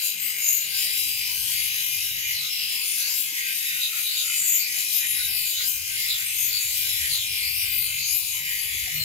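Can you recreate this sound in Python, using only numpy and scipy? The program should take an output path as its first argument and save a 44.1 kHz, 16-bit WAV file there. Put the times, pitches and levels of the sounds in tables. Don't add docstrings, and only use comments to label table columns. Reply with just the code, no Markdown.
import sys
import numpy as np
from scipy import signal
from scipy.fft import rfft, irfft, next_fast_len
from scipy.io import wavfile
from scipy.ndimage import uniform_filter1d, map_coordinates

SR = 44100
rng = np.random.default_rng(int(sys.argv[2]) if len(sys.argv) > 2 else 0)


def bounce(signal):
    frames = np.transpose(np.atleast_2d(signal))
    limited = np.clip(frames, -1, 1)
    pcm = np.round(limited * 32767).astype(np.int16)
    wavfile.write(sys.argv[1], SR, pcm)


N = 398663
TIME = np.arange(N) / SR


# pitch_hz, relative_db
LEFT_TONE = [(500, -36), (1100, -30), (1350, -28.5), (1550, -12), (1750, -7), (2100, 0.5), (2900, 2.5),
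             (3500, -3.5), (5000, -2), (6000, -7), (7200, 2), (8000, -7.5), (10500, -0.5), (13300, 3),
             (15700, -9)]
RIGHT_TONE = [(500, -31.5), (1100, -32), (1400, -29), (1750, -6), (2100, -2), (2900, -2.5), (3500, -3.5),
              (5000, -8.5), (6000, -5.5), (7200, -2), (8000, -10), (10500, -10.5), (13300, -15),
              (15700, -13)]
# pitch_hz, width_hz, left_db, right_db
GUARD_PEAKS = [(1720, 110, -6, -6), (2130, 50, 3, 4), (2400, 80, 2, 4), (2580, 50, 1, 4), (3010, 70, 2, -1),
               (3150, 80, 1, -12), (3260, 50, 4, -3), (3350, 80, 1, -8), (3695, 50, -11, -8),
               (3830, 110, 1, 4), (3990, 50, 3, 5), (4100, 60, -4, -1), (4270, 50, 2, 3), (4530, 80, 5, 0),
               (4730, 50, 4, 3), (4920, 50, 3, 2), (5110, 80, 1, 2), (6330, 130, -2, -5),
               (6590, 220, 3, -6), (6760, 80, -2, -6), (7220, 80, -5, -6), (7850, 300, -3, -3),
               (8370, 220, 2, -2), (8630, 220, 3, -9), (9320, 220, 3, 3), (9950, 220, -1, 2),
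               (10460, 220, 2, 4), (11920, 220, -2, -2), (12400, 220, 2, 2), (13480, 80, 6, 3),
               (14500, 220, 4, 4)]
# pitch_hz, extra_lead_radians
GUARD_LEAD = [(1200, -1.8), (1550, -.1), (2700, .8), (3100, .5), (3400, -.5), (3750, -.6), (4300, 1.8),
              (4750, .3), (5100, -1.5), (5700, -1.7), (6000, .9), (6600, 2), (6950, -.6)]

def grinding(turns, left_db=-22.5, right_db=-28.0, lead_s=0.0002864):
    def left(hz):
        return read(LEFT_TONE, hz) + sum(db * bell(2 * (hz - f) / w) for f, w, db, _ in GUARD_PEAKS)

    def right(hz):
        return read(RIGHT_TONE, hz) + sum(db * bell(2 * (hz - f) / w) for f, w, _, db in GUARD_PEAKS)

    def lead(hz):
        return 2 * np.pi * hz * lead_s + read(GUARD_LEAD, hz)

    hiss = np.array([grit(turns), grit(turns)]) * gain_of(high_spots(turns))
    ringing = shifting_grip(lens(hiss, turns))
    return gain_of([[left_db], [right_db]]) * reflections(stereo(ringing, left, right, lead))


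# pitch_hz, share (0 to 1)
GRIT_KEPT = [(1500, .95), (2400, .94), (4000, .92), (7000, .87), (10000, .74), (15000, .8)]
# pitch_hz, relative_db
WATER_HISS = [(1500, -3), (2400, -5), (4000, -5), (7000, -1), (10000, 0), (15000, 0)]

def grit(turns, size=894):
    hz = np.fft.rfftfreq(size, 1 / SR)
    kept = np.clip(read(GRIT_KEPT, hz), 0, .98)
    wet = gain_of(read(WATER_HISS, hz))
    wear, water_real, water_imag = rng.standard_normal((3, int(turns[-1]) + 2, len(hz)))
    worn_phase = np.cumsum(np.sqrt(-2 * np.log(kept + 1e-9)) * wear, 0)
    lasting = np.exp(1j * (2 * np.pi * rng.random(len(hz)) + worn_phase))
    water = wet * (water_real + 1j * water_imag) / np.sqrt(2)
    track = irfft((lasting + water) / np.sqrt(1 + wet ** 2), 2 * size).ravel()
    return evened(map_coordinates(track, [turns * 2 * size], order=3))


def high_spots(turns, off_centre_db=0.97, bulges_db=0.08, bumps_db=-0.56):
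    angle = 2 * np.pi * turns
    wander = drift(size=9000)
    bumps = sum(np.cos(k * angle + rng.normal() * 2 * wander + 2 * np.pi * rng.random()) / np.sqrt(k)
                for k in range(2, 20))
    return off_centre_db * np.cos(angle) + bulges_db * np.cos(3 * angle) + bumps_db * evened(bumps)


# time_s, pressure (0 is normal)
HAND_PRESSURE = [(0.0, -1), (0.12, -1.5), (0.23, 1.5), (0.63, 0), (0.86, 2), (1.16, -2), (1.23, 1.5),
                 (1.42, -3), (1.6, 3), (2.07, 0.4), (2.32, 2.5), (2.46, -0.1), (3.07, -0.5), (3.23, -2.5),
                 (3.32, -0.5), (3.39, 4.5), (3.46, 3.5), (3.6, -0.3), (3.74, 3), (3.88, -0.5), (3.99, 2.5),
                 (4.06, -1.5), (4.13, 0.7), (4.23, -2.5), (4.34, 1.5), (4.57, 1), (4.81, 1.5), (4.88, -0.5),
                 (4.99, -0.5), (5.04, 3), (5.55, -2), (5.62, 4), (5.69, -5), (5.8, -2.5), (6.06, 3.5),
                 (6.13, 1.3), (6.57, -0.5), (6.83, -1.5), (7.06, 4), (7.22, -2), (7.36, 1.2), (7.66, 1.5),
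                 (7.96, -0.3), (8.06, -1), (8.24, -3), (8.45, -1.5), (8.52, 4), (8.61, 1.8), (8.89, 4),
                 (9.03, 1)]
# pitch_hz, boost_db_per_unit_of_pressure
PRESSURE_BOOST = [(1000, 0), (1600, 0.48), (1900, 3.36), (2150, 1.77), (2450, 0.58), (3500, 0.8), (5500, 0)]
# time_s, change_db
TREBLE_CHANGE = [(0.0, -2.5), (0.09, 4.5), (0.21, -3.5), (0.37, -1.2), (0.56, -3), (0.79, 2.5), (0.93, 0.3),
                 (1.0, 3), (1.21, -0.5), (1.32, 1.5), (1.56, 3), (1.76, -1.3), (2.11, -0.9), (2.21, -4),
                 (2.46, -0.2), (2.58, -1.3), (2.83, 0), (2.97, 1.7), (3.04, -1.2), (3.18, 1.5), (3.44, -2),
                 (3.51, -1.5), (3.62, -2.2), (3.69, 0.7), (3.99, -1), (4.06, 1.5), (4.13, -2), (4.2, 2.2),
                 (4.37, -2), (4.41, -5), (4.55, -2.5), (4.92, 2), (5.09, -1), (5.29, 2.7), (5.53, 3),
                 (5.6, -2), (5.64, -1.5), (5.9, -1.7), (6.01, 1.3), (6.13, -1.3), (6.34, -2.5), (6.59, 1),
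                 (6.73, 3), (6.92, 0.5), (7.2, -0.8), (7.52, -1.2), (7.64, 0), (7.8, -2), (7.87, 1),
                 (8.03, -1.5), (8.24, 1), (8.41, -2), (8.5, -1.9), (8.8, -0.4), (8.96, -5.5), (9.03, -3.5)]
# pitch_hz, multiplier
TREBLE_WEIGHT = [(2000, 0), (3000, 0.43), (6000, 0.69), (10000, 1.02), (14000, 1.03)]
# middle_s, length_s, pitch_hz, boost_db
RIM_RASPS = [(0.42, 0.086, 1120, 20), (2.463, 0.087, 1290, 27), (3.773, 0.11, 1470, 23),
             (3.955, 0.22, 1310, 23), (4.14, 0.26, 1460, 8), (4.294, 0.116, 1370, 19),
             (5.214, 0.045, 1530, 22), (5.615, 0.042, 1330, 27), (6.134, 0.25, 1380, 10),
             (7.163, 0.1, 1290, 19), (7.674, 0.063, 1140, 25), (8.12, 0.21, 1160, 15)]
# pitch_hz, typical_swing_db
WET_FLICKER = [(1500, 4), (2100, 1.1), (4000, 1.5), (7000, 2.6), (13000, 2.4)]

def lens(hiss, turns, rasp_width_hz=110, sputter_db=1.33):
    hz, t, spectrum = to_spectrum(hiss, size=384)
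    octaves = np.log2(np.maximum(hz, 1))[:, None]
    water_film = np.interp(t, TIME, drift(size=2400))
    treble_db = follow(TREBLE_CHANGE, t) + sputter_db * water_film
    boost_db = np.outer(read(PRESSURE_BOOST, hz), follow(HAND_PRESSURE, t))
    boost_db += np.outer(read(TREBLE_WEIGHT, hz), treble_db)
    wheel_angle = 2 * np.pi * np.interp(t, TIME, turns)
    boost_db += scrapes(octaves, t) + squeals(octaves, t, wheel_angle)
    for middle, length, rasp_hz, db in RIM_RASPS:
        swell = bell(np.e * (t - middle) / length)
        boost_db += db * np.outer(bell((hz - rasp_hz) / rasp_width_hz), swell)
    boost_db += read(WET_FLICKER, hz)[:, None] * patches(boost_db.shape, bands=5, frames=45)
    return to_sound(spectrum * gain_of(boost_db), size=384)


# start_s, length_s,
# middle_pitch_hz, boost_db, glide_octaves_per_s, width_octaves, overtones_db
RIM_SCRAPES = [(0.189, 0.211, 14080, 10.7, 0.4, 0.1, 0), (0.193, 0.362, 8630, 9.6, 0.6, 0.1, 0),
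               (0.696, 0.766, 2850, 3.4, 0.1, 0.09, 4), (0.7, 0.62, 7330, 5, 0, 0.03, 0),
               (0.7, 1.6, 3010, 4.5, 0, 0.02, 0), (0.72, 0.6, 5120, 3.5, 0, 0.04, 0),
               (1.032, 0.136, 7940, 7.1, 1.5, 0.08, 0), (1.342, 0.21, 8400, 11.8, -0.1, 0.07, 0),
               (1.457, 0.929, 3210, 3.0, 0.0, 0.15, 4), (1.574, 0.105, 10950, 7.4, -0.4, 0.04, 0),
               (1.717, 0.624, 12300, 4.2, 0.0, 0.17, 0), (2.348, 0.151, 3980, 13.3, -1.4, 0.13, 1),
               (2.507, 0.335, 2740, 4.1, -0.5, 0.42, 5), (2.814, 0.211, 9550, 7.6, -0.2, 0.08, 0),
               (2.997, 0.158, 6590, 7.4, 1.1, 0.1, 0), (2.998, 0.14, 4360, 11.8, 1.8, 0.14, 0),
               (3.074, 0.184, 12940, 4.7, 3.4, 0.11, 0), (3.444, 0.368, 12320, 5.4, -0.1, 0.04, 0),
               (3.814, 0.08, 3790, 14.5, -1.9, 0.17, 2), (4.056, 0.082, 4000, 15.6, 1.3, 0.13, 1),
               (4.148, 0.099, 3820, 13.1, -1.1, 0.19, 1), (4.373, 0.183, 8590, 9.2, 0.7, 0.19, 0),
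               (4.594, 0.092, 4460, 10.6, 0.2, 0.13, 0), (4.781, 0.169, 7920, 8.3, 1.2, 0.09, 0),
               (4.905, 0.272, 3360, 5.6, 0.2, 0.15, 2), (4.92, 0.09, 13550, 10.6, -0.1, 0.05, 0),
               (5.013, 0.262, 10830, 10.3, -0.6, 0.09, 0), (5.187, 0.082, 3970, 12.7, -1.9, 0.13, 4),
               (5.275, 0.271, 2530, 1.6, -1.1, 0.31, 6), (5.539, 0.12, 3630, 3.2, 0.2, 0.17, 4),
               (5.562, 0.133, 4450, 9.1, 3.0, 0.17, 0), (5.652, 0.175, 15350, 8.5, 2.8, 0.22, 0),
               (6.088, 0.082, 3850, 14.2, -2.6, 0.17, 2), (6.245, 0.216, 8680, 10.1, 0.5, 0.11, 0),
               (6.512, 0.091, 4440, 10.2, 0.1, 0.13, 0), (6.666, 0.144, 7920, 7.7, 1.7, 0.07, 0),
               (6.772, 0.205, 3470, 5.6, 0.3, 0.1, 1), (6.886, 0.274, 10750, 8.9, -0.5, 0.08, 0),
               (6.887, 0.215, 5490, 7.8, 0.3, 0.09, 0), (7.1, 0.15, 3890, 12.1, -2.4, 0.16, 2),
               (7.261, 0.13, 2730, 3.6, -1.0, 0.42, 8), (7.264, 0.457, 8580, 5.2, -0.1, 0.05, 0),
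               (7.3, 0.38, 4720, 3, 0, 0.06, 0), (7.3, 1.1, 2420, 4.5, 0, 0.025, 0),
               (7.337, 0.314, 12160, 4.3, -0.5, 0.04, 0), (7.388, 0.26, 2740, 0.6, 0.5, 0.42, 6),
               (7.411, 0.305, 2640, 4.9, 1.7, 0.09, 1), (7.641, 0.323, 2480, 1.0, -0.6, 0.09, 5),
               (7.667, 0.182, 14060, 11.0, -0.5, 0.08, 0), (7.736, 0.247, 9430, 7.1, -0.2, 0.07, 0),
               (7.977, 0.172, 4650, 12.2, 1.8, 0.13, 0), (8.013, 0.132, 6520, 10.4, 1.5, 0.09, 0),
               (8.084, 0.13, 12270, 8.5, 3.4, 0.14, 0), (8.319, 0.173, 2140, 8.3, 0.9, 0.14, 0),
               (8.45, 0.5, 10600, 4, 0, 0.04, 0), (8.494, 0.339, 12370, 4.3, 0.0, 0.04, 0),
               (8.84, 0.137, 6050, 8.8, -0.6, 0.09, 0), (8.929, 0.151, 15090, 7.9, 2.0, 0.17, 0),
               (8.968, 0.12, 3010, 8.8, 1.0, 0.1, 2), (8.994, 0.084, 4110, 16.3, -1.2, 0.09, 4)]
# pitch_ratio, width_octaves, multiplier (of overtones_db; below 0 makes a dip)
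SCRAPE_OVERTONES = [(.6, 0.37, -0.46), (1.8, 0.14, 0.85), (2.4, 0.12, -1.3)]

def scrapes(octaves, t, fade_s=.04, roundness=1.68, steepness=0.66):
    boost_db = np.zeros((len(octaves), len(t)))
    for start, length, hz, db, glide, width, overtones_db in RIM_SCRAPES:
        strength = held(t, start, length, fade_s, fade_s)
        on = strength > 0
        away = octaves - np.log2(hz) - glide * (t[on] - start - length / 2)
        peak = np.exp(-steepness * abs(away / width) ** roundness)
        overtones = sum(share * bell((away - np.log2(ratio)) / spread)
                        for ratio, spread, share in SCRAPE_OVERTONES)
        boost_db[:, on] += strength[on] * (db * peak + overtones_db * overtones)
    return boost_db


# start_s, length_s, pitch_hz, boost_db, whistle_hz, whistle_boost_db
LENS_SQUEALS = [(.41, .22, 6820, 16.5, 13450, 13), (4.43, .18, 6860, 15.5, 13490, 15),
                (6.335, .18, 6500, 11, 13480, 11)]

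def squeals(octaves, t, angle, width_octaves=0.089, whistle_width_octaves=0.076, chatter=0.099):
    once_a_turn = 1 + chatter * (np.cos(angle) + .5 * np.cos(2 * angle))
    at_each_bulge = 1 + chatter * np.cos(3 * angle)
    boost_db = 0
    for start, length, hz, db, whistle_hz, whistle_db in LENS_SQUEALS:
        strength = held(t, start, length, rise_s=0.13, fall_s=0.099)
        squeal = db * bell((octaves - np.log2(hz)) / width_octaves)
        whistle = whistle_db * bell((octaves - np.log2(whistle_hz)) / whistle_width_octaves)
        boost_db += strength * (squeal * once_a_turn + whistle * at_each_bulge)
    return boost_db


# pitch_hz, typical_swing_db
GRIP_SWING = [(1700, 3.5), (2200, 1.7), (3000, 1.9), (4000, 3), (8000, 2.8), (11000, 1.3)]

def shifting_grip(sound):
    hz, _, spectrum = to_spectrum(sound, size=1024)
    boost_db = read(GRIP_SWING, hz)[:, None] * patches(spectrum.shape[1:], bands=4, frames=48)
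    return to_sound(spectrum * gain_of(boost_db), size=1024)


def reflections(sound, echo_db=-4.0, latest_s=.012, from_hz=5500, count=14):
    echoes = np.zeros((2, SR // 20))
    delays = (rng.uniform(0.0022, latest_s, (2, count)) * SR).astype(int)
    np.put_along_axis(echoes, delays, rng.choice([-1, 1], delays.shape) / np.sqrt(count), 1)
    treble = signal.sosfilt(signal.butter(2, from_hz, "high", fs=SR, output="sos"), sound)
    return evened(sound + gain_of(echo_db) * signal.oaconvolve(treble, echoes, axes=1)[:, :N])


# middle_s, length_s, cycles_per_turn, peak_db
LENS_CHIRPS = [(1.31, 0.11, 20, -58), (1.498, 0.028, 20, -53), (2.79, 0.11, 20, -58),
               (3.12, 0.047, 20, -59)]

def chirps(turns):
    return sum(gain_of(db) * bell(np.e * (TIME - middle) / length) * np.sin(2 * np.pi * cycles * turns)
               for middle, length, cycles, db in LENS_CHIRPS)


# cycles_per_turn, base_level_db
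SHAFT_TONES = [(2, -90), (3.08, -71), (4, -82), (6.12, -80.5), (9, -79.5), (10, -83.5), (18, -85),
               (20, -82.5), (23, -90), (26, -80.5), (29, -102), (32, -69), (43, -64), (49, -53.5),
               (52, -54.5), (61, -54.5)]
# pitch_hz, shift_db (added right, taken from the left)
HUM_BALANCE = [(150, 2.5), (400, -0.5)]

def shaft_hum(turns, waver_db=7.0, wobble_radians=1.0, pressure_share=0.77):
    out = np.zeros((2, N))
    pressure = pressure_share * follow(HAND_PRESSURE, TIME)
    for cycles, db in SHAFT_TONES:
        hz = cycles * WHEEL_SPEED[0][1]
        level_db = db + read(PRESSURE_BOOST, hz) * pressure + waver_db * drift(size=2500)
        sides = gain_of(read(HUM_BALANCE, hz) * np.array([[-1], [1]]))
        tone = np.sin(2 * np.pi * cycles * turns + wobble_radians * drift(size=1500))
        out += sides * gain_of(level_db) * tone
    return np.sqrt(2) * out


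# time_s, base_level_db
RUMBLE_SWELLS = [(0, -74), (.55, -68), (.7, -63.5), (1.4, -56), (1.8, -60), (2.3, -55), (2.5, -69.5),
                 (4.85, -71), (5.3, -55), (5.55, -62.5), (5.85, -56), (6.2, -61.5), (6.45, -57),
                 (7.4, -53.5), (7.8, -52), (8.3, -58), (9.04, -49.5)]
# pitch_hz, relative_db
RUMBLE_TONE = [(20, -3), (40, -16), (60, 5.5), (80, 5), (120, 2), (165, -11), (220, -25), (400, -28)]
# middle_s, length_s, pitch_hz, base_peak_db
BODY_THRUMS = [(1.55, 0.75, 153.6, -61), (7.02, 0.087, 78, -44), (7.75, 0.5, 153.6, -59.5),
               (8.84, 0.034, 72.5, -45), (8.99, 0.17, 153, -42)]

def rumble(left_db=-1.0, right_db=6.0):
    thrums = 0
    for middle, length, hz, db in BODY_THRUMS:
        t = TIME - middle
        thrums += gain_of(db) * bell(4 * t / length) * np.sin(2 * np.pi * hz * t)
    low_noise = gain_of(follow(RUMBLE_SWELLS, TIME)) * noise(RUMBLE_TONE)
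    return gain_of([[left_db], [right_db]]) * (low_noise + thrums)


# start_s, level_db, pitch_hz, ring_s (time to fade by 60 dB)
WATER_DROPS = [(1.463, -58, 313, 0.16), (2.75, -56, 247, 0.15), (3.08, -51, 740, 0.057),
               (3.322, -48, 296, 0.085), (4.616, -50, 315, 0.065), (4.773, -48, 724, 0.091),
               (8.171, -52, 740, 0.11), (8.746, -45, 292, 0.048), (8.873, -44.5, 730, 0.12)]

def drops(rise_s=0.00061):
    out = np.zeros(N)
    t = np.arange(SR // 4) / SR
    for start, db, hz, ring_s in WATER_DROPS:
        envelope = np.exp(-np.log(1000) * t / ring_s) * (1 - np.exp(-t / rise_s))
        ring = gain_of(db) * envelope * np.sin(2 * np.pi * hz * t)
        part = out[round(start * SR):][:len(t)]
        part += ring[:len(part)]
    return out


# pitch_hz, relative_db
AIR_TONE = [(20, -17), (70, -11), (150, 10.5), (230, 4), (600, 3), (1100, -3), (2000, 3), (8000, -32)]

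def workshop_air(level_db=-63):
    return gain_of(level_db) * noise(AIR_TONE)


def noise(tone):
    shape_db = lambda hz: read(tone, hz)
    return stereo(rng.standard_normal((2, N)), shape_db, shape_db)


# pitch_hz, likeness (0 to 1)
SIDE_LIKENESS = [(60, 1), (250, 0.46), (500, 0), (1300, 0.47), (1750, 0.99), (2300, 0.19), (3000, 0.6),
                 (3350, 0), (3700, 0.54), (4200, 0.61), (4500, 0.2), (6200, 0.7), (8000, 0.13),
                 (14000, 0.67)]

def stereo(pair, left_db, right_db, lead=None):
    size = next_fast_len(N)
    hz = np.fft.rfftfreq(size, 1 / SR)
    left, other = rfft(pair, size)
    same = np.clip(read(SIDE_LIKENESS, hz), 0, 1)
    right = same * left + np.sqrt(1 - same ** 2) * other
    if lead:
        right *= np.exp(-1j * lead(hz))
    return evened(irfft([left * gain_of(left_db(hz)), right * gain_of(right_db(hz))], size)[:, :N])


def gain_of(db):
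    return 10 ** (np.asarray(db) / 20)


def evened(x):
    return x / np.sqrt(np.mean(x ** 2, -1, keepdims=True) + 1e-20)


def read(table, hz):
    pitches, values = np.transpose(table)
    return np.interp(np.log(hz + 1), np.log(pitches + 1), values)


def follow(table, t):
    return np.interp(t, *np.transpose(table))


def bell(distance):
    return np.exp(-.5 * distance ** 2)


def held(t, start, length, rise_s, fall_s):
    return np.clip(np.minimum((t - start) / rise_s, (start + length - t) / fall_s) + .5, 0, 1)


def drift(size):
    return evened(uniform_filter1d(uniform_filter1d(rng.standard_normal(N), size), size))


def patches(shape, bands, frames):
    across_pitch = uniform_filter1d(rng.standard_normal(shape), bands, axis=0)
    return evened(uniform_filter1d(across_pitch, frames, axis=1))


def to_spectrum(sound, size):
    return signal.stft(sound, SR, nperseg=size, noverlap=size - size // 4)


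def to_sound(spectrum, size):
    return signal.istft(spectrum, SR, nperseg=size, noverlap=size - size // 4)[1][:, :N]


# time_s, turns_per_s
WHEEL_SPEED = [(0.0, 49.27), (0.55, 49.39), (1.1, 49.22), (1.84, 49.37), (2.5, 49.2), (3.0, 49.28),
               (3.32, 49.47), (4.0, 49.22), (4.5, 49.38), (5.4, 49.25), (5.74, 49.48), (6.05, 49.24),
               (6.33, 49.42), (7.0, 49.38), (7.23, 49.25), (7.8, 49.35), (8.35, 49.42), (9.04, 49.08)]

def scene():
    turns = np.cumsum(follow(WHEEL_SPEED, TIME)) / SR
    return grinding(turns) + chirps(turns) + shaft_hum(turns) + rumble() + drops() + workshop_air()


def record(dry):
    cutoff_hz = 15800
    low_pass = signal.firwin(601, cutoff_hz, window=("kaiser", 9), fs=SR)
    return signal.oaconvolve(dry, low_pass[None], "same")


dry = scene()
out = record(dry)
bounce(out)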